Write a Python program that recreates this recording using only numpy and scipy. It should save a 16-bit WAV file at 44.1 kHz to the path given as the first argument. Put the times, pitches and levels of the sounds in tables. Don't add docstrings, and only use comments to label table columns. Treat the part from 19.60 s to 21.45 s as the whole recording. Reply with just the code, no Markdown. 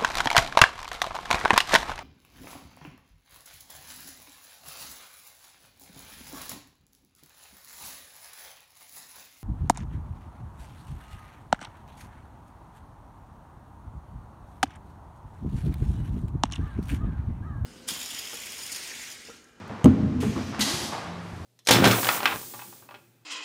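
import sys
import numpy as np
from scipy import signal
from scipy.fft import rfft, irfft
from scipy.io import wavfile
from scipy.ndimage import uniform_filter1d

SR = 44100
rng = np.random.default_rng(int(sys.argv[2]) if len(sys.argv) > 2 else 0)


def wav_out(sig):
    wavfile.write(sys.argv[1], SR, np.round(np.clip(np.atleast_2d(sig).T, -1, 1) * 32767).astype(np.int16))


def magnitude_from_level(level_db):
    exponent = np.asarray(level_db, float) / 20
    return 10 ** exponent


N = 81585
T = np.arange(N) / SR


def unit(x):
    return x / np.sqrt(np.mean(x ** 2))


def read(table, hz):
    table_hz, values = np.array(table).T
    return np.interp(np.log(hz + 1), np.log(table_hz), values)


def band(x, hz, width_hz):
    return signal.lfilter(*signal.iirpeak(hz, hz / width_hz, fs=SR), x)


def coloured(table):
    hz = np.arange(N // 2 + 1) * SR / N
    gain = magnitude_from_level(read(table, hz)) / (1 + (table[0][0] / (hz + 1)) ** 4)
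    return unit(irfft(rfft(rng.standard_normal(N)) * gain, N))


def walk(rate):
    hold = int(SR / rate)
    steps = np.repeat(rng.standard_normal(N // hold + 1), hold)
    return 1.244 * uniform_filter1d(uniform_filter1d(steps, hold), hold)[:N]


def burst(start, rise, decay):
    since = np.maximum(T - start, 0)
    return (1 - np.exp(-since / rise)) * np.exp(-since / decay)


# (time [s], level [dB], favoured pitch [Hz], contact time [s])
BLOWS = [(0.096, -26, 106.5, 0.002), (.116, -23, 205, 0.0021), (0.243, 2, 154, 0.00086),
         (0.2574, 4.5, 258.7, 0.00051), (0.277, -5.5, 91, 0.0063), (.305, -14.5, 200, 0.0029),
         (.34, -6.5, 231, 0.0028), (.375, -9, 215, 0.0019), (.425, -7.5, 115, 0.005),
         (0.441, -9, 215, 0.0026), (0.517, -6, 222, 0.0052), (0.576, -14, 91, 0.0023),
         (0.623, -17.5, 240, 0.0012), (0.664, -11, 213, 0.0024), (0.688, -15.5, 115, 0.0017),
         (.761, -12, 255, 0.002), (.765, -20, 369, 0.00095), (.626, -18.5, 438, 0.0011),
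         (.645, -16.5, 114, 0.0033), (0.829, -20.5, 89, 0.0027), (.891, -18.5, 236, 0.0025),
         (0.99, -17, 240, 0.0022), (1.004, -14.5, 230, 0.0014), (1.135, -19.5, 152, 0.0034),
         (1.229, -21.5, 100, 0.0029), (1.725, -18, 93, 0.0084), (1.791, -20, 96, 0.0074)]
# (pitch [Hz], level [dB], time to fall 60 dB [s])
FRAME_MODES = [(91.5, -3, 0.31), (111.6, 1, .2), (130.6, 0.5, 0.23), (156.1, 1, 0.12), (195.5, -9, 0.17),
               (215, 0.5, 0.17), (243.9, -2, .2), (259.6, -4.5, 0.14), (325.5, 3, 0.14), (411, -1, 0.16),
               (456.6, 5, 0.1), (601, 0, 0.088), (804, 3, 0.056), (1220, -5, 0.013)]
FAVOUR_DB_OCT, FAVOUR_MAX_DB = 31.5, 16.5
SWELL_S = 0.0032


def blows():
    boom = 0
    chance = rng.standard_normal((len(BLOWS), len(FRAME_MODES)))
    for (start, db, favour_hz, contact), luck in zip(BLOWS, chance):
        since = np.maximum(T - start, 0)
        ring = 0
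        for (hz, mode_db, t60), r in zip(FRAME_MODES, luck):
            loss_db = min(FAVOUR_DB_OCT * abs(np.log2(hz / favour_hz)), FAVOUR_MAX_DB)
            tone = np.sin(2 * np.pi * hz * (1 + 0.007 * r) * since)
            ring = ring - magnitude_from_level(mode_db + 2.4 * r - loss_db) * tone * np.exp(-np.log(1000) * since / t60)
        ring = ring * (1 - np.exp(-since / SWELL_S))
        push = np.hanning(int(contact * SR) + 3)
        boom = boom + magnitude_from_level(db - 5) * signal.fftconvolve(ring, push / push.sum())[:N]
    return boom


# (pitch [Hz], level [dB])
TICK_MODES = [(1100, -1), (2000, -3), (2900, 1), (4500, -7.5), (6500, 5.5), (8400, 5), (10500, -1.5),
              (13500, -7)]
TICK_TIMES = [.2430, .2575, .7608, .9925, .078]
# (level [dB], tilt [dB per octave])
TICKS = [
    (-29.5, -3.5),
    (-34.5, -11),
    (-50, -11),
    (-44, -2),
    (-73, 10.5),
]
TICK_S, TICK_TAIL_S, TICK_TAIL_DB = 0.001, 0.0068, -7.5


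def ticks():
    hiss, out = rng.standard_normal(N), 0
    for hz, mode_db in TICK_MODES:
        rattle = unit(band(band(hiss, hz, hz / 2), hz, hz / 2))
        for start, (db, tilt_db) in zip(TICK_TIMES, TICKS):
            ring = 3 * np.sin(2 * np.pi * hz * (T - start)) * burst(start, TICK_S / 2, TICK_S)
            tail = magnitude_from_level(TICK_TAIL_DB) * rattle * burst(start, TICK_S, TICK_TAIL_S)
            out = out + magnitude_from_level(db + mode_db + tilt_db * np.log2(hz / 4000)) * (ring + tail)
    return out


# (opening time [s], puff level [dB], puff decay [s], flow level [dB], shutting time [s])
VENTS = [
    (0.602, -37.5, 0.039, -52.5, .9),
    (.68, -78, 0.027, -48, 1.2),
    (.992, -38.5, 0.03, -35.5, 1.01),
    (1.006, -27.5, 0.02, -30.5, 1.27),
]
VENT_RISE = [0.0047, 0.032, .001, 0.0035]
VENT_SAG = [-4, -10, 4, -32]
VENT_CLOSE = [0.0297, 0.034, 0.021, 0.046]
# (frequency [Hz], level [dB per Hz])
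JETS = [
    [(880, -39), (1500, -20.5), (2500, -4), (3550, -13), (5800, -17), (6520, -12.5), (14700, -26),
     (15600, -28)],
    [(1060, -13), (1800, 1), (1880, 10), (2020, -1), (3010, 0.5), (5990, 2.5), (6440, -5), (15600, -38)],
    [(710, -25), (1200, -1), (1970, 3.5), (6070, -8.5), (11800, -8), (15600, -20)],
    [(710, 0.5), (1200, -8.5), (2010, -3.5), (2310, -7.5), (2540, -4), (4840, 0), (8280, -7.5), (10500, -9),
     (15600, -22)],
]
# (centre [Hz], width [Hz], level [dB])
MUFFLER = [(1700, 400, 0), (3900, 1200, 4), (6450, 500, 4)]
MUFFLER_SHARE = [.2, 0, .5, 1.1]


def air():
    out = 0
    settings = zip(VENTS, VENT_RISE, VENT_SAG, VENT_CLOSE, JETS, MUFFLER_SHARE)
    for (start, puff_db, decay, flow_db, shut), rise, sag_db, close, jet, share in settings:
        noise = coloured(jet)
        muffled = sum(magnitude_from_level(db) * band(noise, hz, width) for hz, width, db in MUFFLER)
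        puff = magnitude_from_level(puff_db) * burst(start, rise, decay) * (noise + share * muffled)
        flow = burst(start, rise, 1e3) * magnitude_from_level(flow_db + sag_db * (T - start))
        flow = flow * np.exp(-np.maximum(T - shut, 0) / close)
        out = out + (puff + flow * noise) * magnitude_from_level(walk(58.1))
    return out


# (time [s], level [dB], centre [Hz], decay [s])
CLATTER = [(0.088, -41.5, 744, 0.18), (0.253, -30, 1070, 0.0058), (0.264, -33.5, 930, 0.038),
           (0.61, -35.5, 2430, 0.016), (0.627, -31, 890, 0.025), (0.762, -32.5, 740, 0.04),
           (0.922, -36.5, 926, 0.14), (1.049, -38, 740, 0.26), (1.318, -31, 760, 0.066),
           (1.33, -42, 1565, 0.098), (1.456, -36, 698, 0.031), (1.551, -45, 940, 0.048)]
CLATTER_PER_S, CLATTER_RISE_S = 2500, 0.006


def clatter():
    out = 0
    for start, db, hz, decay in CLATTER:
        clicks = (rng.random(N) < CLATTER_PER_S / SR) * rng.standard_normal(N)
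        rattle = unit(band(band(clicks, hz, hz * 1.3), hz, hz * 1.3))
        out = out + magnitude_from_level(db) * burst(start, CLATTER_RISE_S, decay) * rattle
    return out


# (time [s], pitch [Hz], level [dB])
STROKE = [
    (1.03, 270, -44),
    (1.062, 284, -36),
    (1.112, 343, -35),
    (1.198, 360, -46),
    (1.298, 342, -45.5),
]


def stroke():
    times, hz, db = np.array(STROKE).T
    pitch = np.interp(T, times, hz) * (1 + 0.05 * walk(45))
    level_db = np.interp(T, times, db, left=-99, right=-99) + 1.8 * walk(31.1)
    return np.sin(2 * np.pi * np.cumsum(pitch) / SR) * magnitude_from_level(level_db)


# (multiple of the motor's pitch [count], level [dB])
MOTOR_LINES = [(1, -44), (2, -38)]
MOTOR_HZ, MOTOR_ON_S, MOTOR_RISE_S, MOTOR_SAG_DB_S = 86.15, 1.47, 0.015, -17


def motor():
    phase = 2 * np.pi * np.cumsum(MOTOR_HZ * (1 + 0.0031 * walk(8.1))) / SR
    since = T - MOTOR_ON_S
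    on = magnitude_from_level(MOTOR_SAG_DB_S * since) / (1 + np.exp(-since / MOTOR_RISE_S))
    return on * sum(magnitude_from_level(db + 3 + 1.2 * walk(8)) * np.sin(k * phase) for k, db in MOTOR_LINES)


def leak():
    centre_hz, width_hz = 7860, 7000
    hiss = unit(band(band(rng.standard_normal(N), centre_hz, width_hz), centre_hz, width_hz))
    return magnitude_from_level(-64.5) * burst(1.58, 0.03, 1e3) * hiss


def rumble():
    return magnitude_from_level(-48.5 + 1.19 * walk(10.27)) * unit(band(rng.standard_normal(N), 95.6, 12))


# (frequency [Hz], level [dB per Hz])
FLOOR = [(60, -59), (110, -11.5), (200, -6), (500, -15), (1200, -15.5), (2500, -26), (6000, -35.5),
         (15000, -61)]
FLOOR_DB = -43.5


def far_machines():
    noise, out = coloured(FLOOR), 0
    for hz in 30 * 2 ** (np.arange(19) / 2):
        out = out + band(noise, hz, hz / 2) * magnitude_from_level(1.7 * walk(9))
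    return magnitude_from_level(FLOOR_DB) * unit(out)


# (frequency [Hz], time to fall 60 dB [s])
HALL_T60 = [(90, 2.3), (240, 2), (500, 1.03), (1500, 1.22), (5000, 0.61), (12000, 0.13)]
HALL_GAP_S = 0.014


def hall(x):
    noise, tail = rng.standard_normal(N), 0
    for hz in 50 * 2 ** (np.arange(17) / 2):
        t60 = read(HALL_T60, hz)
        fade = burst(HALL_GAP_S / 2, HALL_GAP_S, t60 / np.log(1000))
        tail = tail + band(noise, hz, hz / 3) * fade / np.sqrt(t60)
    return signal.fftconvolve(x, tail / np.sqrt(np.sum(tail ** 2)))[:N]


def scene():
    boom, tick = blows(), ticks()
    hiss = air() + clatter() + stroke()
    wet = hall(magnitude_from_level(-12) * boom + magnitude_from_level(-6) * hiss + magnitude_from_level(-20) * tick)
    background = motor() + leak() + rumble() + far_machines()
    return (boom + tick + hiss + wet + background)[None]


def low_pass(x):
    return signal.sosfilt(signal.butter(12, 15750, fs=SR, output="sos"), x)


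MIC_LOW_HZ, TOP_HZ = 56, 15500
AGC_TOP_DB, AGC_SLOPE, AGC_RELEASE_S = -23, 0.079, 0.083


def record(dry):
    x = signal.sosfilt(signal.butter(2, MIC_LOW_HZ, "high", fs=SR, output="sos"), dry)
    keep = np.exp(-1 / (AGC_RELEASE_S * SR))
    power = signal.lfilter([1 - keep], [1, -keep], x ** 2)
    x = x * (1 + power / magnitude_from_level(2 * AGC_TOP_DB)) ** (-AGC_SLOPE / 2)
    x = np.tanh(0.8 * x) / 0.8
    mix = signal.sosfilt(signal.ellip(10, 0.2, 90, TOP_HZ, fs=SR, output="sos"), x)
    return low_pass(mix)


dry = scene()
out = record(dry)
wav_out(out)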